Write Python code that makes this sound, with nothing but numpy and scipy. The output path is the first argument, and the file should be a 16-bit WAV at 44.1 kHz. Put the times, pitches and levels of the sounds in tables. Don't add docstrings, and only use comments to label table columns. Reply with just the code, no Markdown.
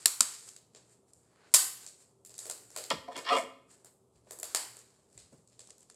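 import sys
import numpy as np
from scipy import signal
from scipy.fft import rfft, irfft
from scipy.io import wavfile
from scipy.ndimage import uniform_filter1d

SR = 44100
rng = np.random.default_rng(int(sys.argv[2]) if len(sys.argv) > 2 else 0)


def generate_wav(sig):
    pcm = np.round(np.clip(np.atleast_2d(sig).T, -1, 1) * 32767).astype(np.int16)
    wavfile.write(sys.argv[1], SR, pcm)


N = 262395

# freq_hz, density_db (per Hz)
CRACK_SPECTRUM = [(150, -41.5), (300, -6.5), (600, -16), (1300, -14.5), (2500, -13.5), (3600, -12.5),
                  (4600, -7), (6100, -12.5), (7200, -3), (8300, -3), (9300, -10.5), (10500, -14),
                  (13000, -21), (16000, -36)]
# low_edge_hz, high_edge_hz
BAND_EDGES = [(5500, 10500), (1600, 5500), (400, 1600), (10500, 17000)]


def undb(db):
    return 10 ** (np.asarray(db) / 20)


def unit(x):
    return x / np.sqrt(np.mean(x ** 2))


def colour(x, points):
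    hz, db = np.transpose(points)
    f = np.maximum(np.fft.rfftfreq(len(x), 1 / SR), 1)
    gain = undb(np.interp(np.log(f), np.log(hz), db))
    return irfft(rfft(x) * gain, len(x))


def band(x, edges_hz):
    return signal.sosfilt(signal.butter(2, edges_hz, "bandpass", fs=SR, output="sos"), x)


def ring(x, modes):
    out = 0
    for k, (hz, width_hz, db) in enumerate(modes):
        b, a = signal.iirpeak(hz, hz / max(width_hz, 2.), fs=SR)
        out = out + (-1) ** k * undb(db) * signal.lfilter(b, a, x)
    return out


def add(out, start_s, x):
    i = int(start_s * SR)
    out[i:i + len(x)] += x[:N - i]


def grains(per_s, spread_db):
    size = undb(spread_db * rng.exponential(size=N)) * rng.choice([-1, 1], N)
    return (rng.random(N) < per_s / SR) * size


def swell(peak_s, rise_s, hold_s, fall_s):
    span_db = 30
    t = np.arange(N) / SR - peak_s
    before = -t / max(rise_s, .005)
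    after = (t - hold_s) / max(fall_s, .01)
    return undb(-span_db * np.maximum(np.maximum(before, after), 0))


def floor():
    # freq_hz, density_db (per Hz)
    noise_spectrum = [(30, -27.5), (50, -27), (65, -8), (200, -7), (320, -11), (420, -8), (700, -15),
                      (1300, -24), (1700, -41.5), (3500, -35.5), (5500, -36), (8000, -27.5), (11000, -34.5),
                      (16000, -58)]
    # freq_hz, width_hz, level_db (rms)
    hum_tones = [(72.6, 8.3, -89), (120, 0.77, -76), (388.2, 4.3, -78)]
    noise_db = -69.5
    out = undb(noise_db) * unit(colour(rng.standard_normal(N), noise_spectrum))
    for hz, width_hz, db in hum_tones:
        out = out + undb(db) * unit(ring(rng.standard_normal(N), [(hz, width_hz, 0)]))
    return out


def rustle():
    # middle_db, low_db
    rustle_events = [(0.03, 0.72, 0.16, -55, -6.5, -8.5), (0.33, 0.25, 0.24, -49, -5.5, -23),
                     (0.479, 0.14, 0.15, -54, -14, -12), (0.769, 0.051, 0.079, -69.5, 5.5, -12),
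                     (0.93, 0.21, 0.12, -66.5, -12.5, -8.5), (1.085, 0.027, 0.066, -70.5, -15, -12),
                     (1.151, 0.052, 0.35, -69, -40, -40), (1.468, 0.38, 0.12, -89, 15.5, 25),
                     (1.532, 0.048, .05, -64.5, -8, -22), (1.84, 0.44, 0.11, -56.5, -7, -8.5),
                     (1.885, 0.046, 0.068, -60, -12, -37), (2.01, 0.11, .2, -63, -12, -11.5),
                     (2.42, .1, 0.45, -52, -17, -10.5), (2.755, 0.14, 0.25, -61, -6, -8),
                     (3.71, 0.047, 0.21, -61, -10.5, -6.5), (3.864, .03, 0.07, -64.5, -1.5, -3),
                     (4.16, 0.054, 0.15, -75, -3, -20), (4.3, 0.073, 0.031, -65, -6.5, -5.5),
                     (4.46, 0.12, 0.74, -55, -5, -6), (4.8, .1, 0.066, -61, -12, -11),
                     (5.15, 0.073, 0.079, -65.5, -18, -18), (5.194, 0.038, 0.16, -63, -0.5, -18.5),
                     (5.33, .05, 0.25, -70, -12, -25), (5.525, 0.05, 0.15, -74.5, 0.5, -14.5),
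                     (5.62, 0.075, .3, -70, -0.5, -18), (5.83, 0.051, 0.046, -74, 2, -11),
                     (5.9, 0.03, .15, -73, 0, -15)]
    top_db = -14.5
    fine = colour(unit(grains(1500., 2.2)) + .8 * rng.standard_normal(N), CRACK_SPECTRUM)
    treble, middle, low, top = (unit(band(fine, edges)) for edges in BAND_EDGES)
    out = 0
    for peak_s, rise_s, fall_s, db, mid_db, low_db in rustle_events:
        mix = treble - undb(top_db) * top - undb(mid_db) * middle + undb(low_db) * low
        out = out + swell(peak_s, rise_s, 0, fall_s) * undb(db) * mix
    return out


def room(x):
    # freq_hz, t60_s
    decay_times = [(200, 1), (600, 0.45), (1500, 0.51), (4000, 0.49), (9000, 0.4), (14000, 0.5)]
    # delay_s, level_db (over the tail)
    wall_answers = [(.0095, 10), (0.013, -4.5), (0.0183, 0), (0.023, -1)]
    gap_s, build_s, answer_width_s, room_db = .005, .007, .0019, -0.5
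    late_db, late_stretch = -20.5, 0.96
    t, tail = np.arange(SR * 3 // 4) / SR, 0
    hz, t60_s = np.transpose(decay_times)
    for f in 125 * 2 ** np.arange(0, 7.1, 1 / 3):
        part = band(rng.standard_normal(len(t)), (f / 2 ** (1 / 6), f * 2 ** (1 / 6)))
        fall = 1000. ** (-t / np.interp(np.log(f), np.log(hz), t60_s))
        tail = tail + part * (fall + undb(late_db) * fall ** (1 / late_stretch))
    tail = tail * (1 - np.exp(-np.maximum(t - gap_s, 0) / build_s))
    tail = tail * (1 + sum(undb(db) * np.exp(-((t - s) / answer_width_s) ** 2) for s, db in wall_answers))
    tail = tail / np.sqrt(np.sum(tail ** 2))
    return undb(room_db) * signal.fftconvolve(x, tail)[:N]


def snaps():
    snap_events = [(0.0574, -18, -1, -3.5, -13.5, -8.5), (0.2064, -15.5, -11.5, -8.5, -14.5, -9.5),
                   (0.4887, -46, -20, -10.5, -43, -4.5), (0.5634, -51.5, -10, -2, -13, -4),
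                   (0.7485, -56.5, -25, -1, 0, 2.5), (1.1338, -54, -25, -33, -28.5, -21),
                   (1.5395, -22, 4.5, -1.5, -14.5, 0.5), (1.5434, -18.5, -4.5, -9.5, -16, 1),
                   (1.546, -18.5, -9, -6.5, -16.5, -6), (1.5486, -28, -7.5, -7.5, -14, -7.5),
                   (1.864, -43.5, -36, -10.5, -20, 0.5), (2.2494, -55.5, 0.5, -6, -37.5, 4.5),
                   (2.2941, -57, -20.5, -5.5, -4, 5), (2.341, -52.5, -18, -10, -12, 2.5),
                   (2.3801, -45, -8, -13, -32, 6), (2.3895, -40, -19, -13, -18, -5),
                   (2.455, -50, 1, -2, 0, 4), (2.498, -38.5, -1.5, -6, -8.5, -1),
                   (2.5116, -38.5, -35, -18, -13, -4), (2.7035, -55.5, -8, -12, -7.5, 3),
                   (2.7627, -43.5, 2, 1.5, 0.5, 3), (2.784, -52, 3, 4, 0, 3),
                   (2.8389, -46.5, -3, 1.5, -13, -2), (2.9026, -47, 6.5, 14.5, -4, -6.5),
                   (3.166, -49, -6.5, -2, 2.5, 6.5), (3.8461, -56.5, -2.5, -16.5, -3, 1.5),
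                   (4.3085, -47.5, 0.5, -8, -1, 2.5), (4.388, -51.5, 2.5, -13, -3, 2),
                   (4.3987, -51, 6, -11, -10, -9), (4.4305, -41.5, 5, -0.5, -2.5, -1.5),
                   (4.5477, -28.5, -3, -2, -5.5, 0), (4.7681, -54, 0, -7, -4, -10),
                   (4.7897, -53.5, -14, -26.5, -30, -10.5), (5.1769, -49, -26.5, -8, -13.5, -2),
                   (5.4747, -61, -28.5, -16, -28, 0), (5.5928, -49, -30, -9.5, -10, 1),
                   (5.606, -59, -28, -2, -24, -14), (5.6727, -55, -32, -15, -21, -7.5),
                   (5.6885, -63, -24.5, -26, 0, 4.5), (5.6965, -60, -22, -11, -18, -5),
                   (5.7051, -50.5, -23, -3.5, -32, -8.5), (5.7812, -60, -10, -21, -11.5, 0.5),
                   (5.8063, -59, -28, -15, -28, 0.5), (5.8286, -63, -13, -13, -23, -11),
                   (5.8992, -51.5, -37, -12, -8, -4), (5.944, -61, -29, -16, -18, 5)]
    # treble_db, low_ring_hz, fade_ms
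    soft_db, soft_hz, soft_ms = (-48, 470, 1.4)
    hard_db, hard_hz, hard_ms = (-18, 1100, 1.6)
    polarity = np.array([1, -1, 1, -1])
    echo_s, echo_db = .0029, -9.0
    level_s = .0045
    near, far, t = np.zeros(N), np.zeros(N), np.arange(4096) / SR
    echo = int(echo_s * SR)
    noise = colour(rng.standard_normal(N), CRACK_SPECTRUM)
    tick = np.roll(colour(1. * (t == 0), CRACK_SPECTRUM), 64)

    def coloured(x, gains, body_hz):
        treble, middle, low, top = (band(x, edges) for edges in BAND_EDGES)
        low = 0.073 * low + ring(low, [(body_hz, 0.68 * body_hz, 0)])
        return sum(g * unit(p) for g, p in zip(gains, (treble, middle, low, top)))

    for start_s, db, top_db, mid_db, low_db, room_db in snap_events:
        body_hz = np.interp(db, (soft_db, hard_db), (soft_hz, hard_hz))
        fade_ms = np.interp(db, (soft_db, hard_db), (soft_ms, hard_ms))
        envelope = (1 - np.exp(-t / .0004)) * np.exp(-t * 1000 / fade_ms)
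        burst = noise[int(start_s * SR) // 2:][:len(t)] * envelope
        band_db = db + np.array([0, mid_db, low_db, top_db])
        gains = polarity * np.sqrt(level_s / t[-1]) * undb(band_db)
        crack = coloured(burst, gains, body_hz)
        add(far, start_s, undb(room_db) * (coloured(tick, gains, body_hz) + .25 * crack))
        crack[echo:] += undb(echo_db) * crack[:-echo]
        add(near, start_s, crack)
    return near, far


def bumps():
    # start_s, peak_db, centre_hz
    bump_events = [(.058, -42, 374), (0.207, -43, 260), (1.55, -53.5, 181), (2.925, -32.5, 235),
                   (2.958, -47.5, 82.7), (3.161, -39.5, 242.4), (3.373, -44, 265), (3.43, -47, 268),
                   (4.151, -60.5, 70), (4.269, -51, 535), (5.146, -55.5, 85), (5.18, -59.5, 74.2),
                   (5.323, -52, 229), (5.328, -51, 109), (5.385, -56, 170)]
    decay_cycles = 24
    out, t = np.zeros(N), np.arange(SR // 2) / SR
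    for start_s, peak_db, hz in bump_events:
        shape = (1 - np.exp(-t / .006)) * 1000. ** (-t * hz / decay_cycles)
        thud = shape * ring(rng.standard_normal(len(t)), [(hz, .3 * hz, 0)])
        add(out, start_s, undb(peak_db) * thud / np.abs(thud).max())
    return out


def walk(per_s):
    k = int(SR / per_s)
    steps = np.repeat(rng.standard_normal(N // k + 1), k)
    return 1.23 * uniform_filter1d(steps, k)[:N]


def rubbed(slips, modes, wander_db):
    out = 0
    for k, mode in enumerate(modes):
        out = out + (-1) ** k * ring(slips * undb(wander_db * walk(30.)), [mode])
    return out


def table():
    # upper_db, roll_db, hiss_db
    drag_events = [(2.912, 0.012, 0.0074, 0.053, -35.5, -0.5, 3, -11.5),
                   (3.085, 0.011, 0.0084, 0.13, -44.5, -6.5, -18.5, -27.5),
                   (3.125, 0.021, .005, 0.14, -52.5, -6, -3.5, -11),
                   (3.163, 0.013, .03, 0.053, -50.5, 0, 4, -8.5),
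                   (3.307, 0.051, 0.016, 0.07, -43.5, 3, 9.5, -10),
                   (3.326, 0.062, 0.042, 0.081, -27.5, -3.5, -11, -23.5),
                   (3.385, .06, 0.022, 0.053, -39, -6.5, -6, -5)]
    # start_s, peak_db, push_ms (four standard deviations of the push)
    knock_events = [(2.911, -27.5, 0.79), (3.082, -34, 1.12), (3.318, -24, 0.95), (5.32, -53.5, 1.43)]
    # freq_hz, width_hz, level_db
    table_modes = [(261, 18, -13.5), (457.7, 13, -7.5), (526, 9.7, -4.5), (549.8, 20, -2), (659.6, 11, 0.5),
                   (715.5, 20, -6), (892, 86, -12.5), (1007, 16, -2), (1071, 22, -0.5), (1090, 110, -10),
                   (1199, 70, -8.5), (1339, 22, -11.5)]
    # freq_hz, width_hz, level_db
    roll_modes = [(1830, 130, -1.5), (1938, 80, -5), (2230, 240, -3), (2494, 48, -4.5), (2820, 31, -1),
                  (2916, 6.7, -4), (3270, 300, -4), (3470, 54, -10), (4090, 290, -27), (4350, 76, -3),
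                  (4570, 940, -9.5), (5660, 300, -8.5), (6080, 250, -25.5)]
    lead = .3
    hiss_spread = 1.2
    slips = unit(grains(600., 2.2)) + .4 * rng.standard_normal(N)
    lower = unit(band(rubbed(slips, table_modes[:6], wander_db=5.5), (230., 900.)))
    upper = unit(band(rubbed(slips, table_modes[6:], wander_db=3.5), (800., 1900.)))
    roll = unit(band(rubbed(slips, roll_modes, wander_db=3.5), (1200., 4500.)))
    hiss = unit(band(colour(slips, CRACK_SPECTRUM), (5000., 16000.)))
    out = np.zeros(N)
    for peak_s, rise_s, hold_s, fall_s, db, upper_db, roll_db, hiss_db in drag_events:
        main = swell(peak_s, rise_s, hold_s, fall_s)
        early = swell(peak_s - lead * rise_s, rise_s, hold_s + lead * rise_s, fall_s)
        wide = swell(peak_s, hiss_spread * rise_s, hold_s, hiss_spread * fall_s)
        bright = undb(upper_db) * upper + undb(roll_db) * roll
        out = out + undb(db) * (main * lower + early * bright + wide * undb(hiss_db) * hiss)
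    t_ms = np.arange(8192) / SR * 1000
    for start_s, peak_db, push_ms in knock_events:
        push = np.exp(-.5 * ((t_ms - 2 * push_ms) / (push_ms / 4)) ** 2)
        knock = ring(push, table_modes)
        add(out, start_s, undb(peak_db) * knock / np.abs(knock).max())
    return out


def scene():
    near, far = snaps()
    paper, wood = rustle(), table()
    room_feed = far + undb(-9.5) * paper + undb(-10.5) * wood
    return (near + paper + wood + bumps() + room(room_feed) + floor())[None]


def record(dry):
    low_cut_hz, top_hz = 55., 16300
    thin = signal.sosfilt(signal.butter(2, low_cut_hz, "highpass", fs=SR, output="sos"), dry)
    rounded = thin / (1 + thin ** 8) ** (1 / 8)
    return .9 * signal.sosfilt(signal.ellip(8, .2, 70, top_hz, fs=SR, output="sos"), rounded)


dry = scene()
out = record(dry)
generate_wav(out)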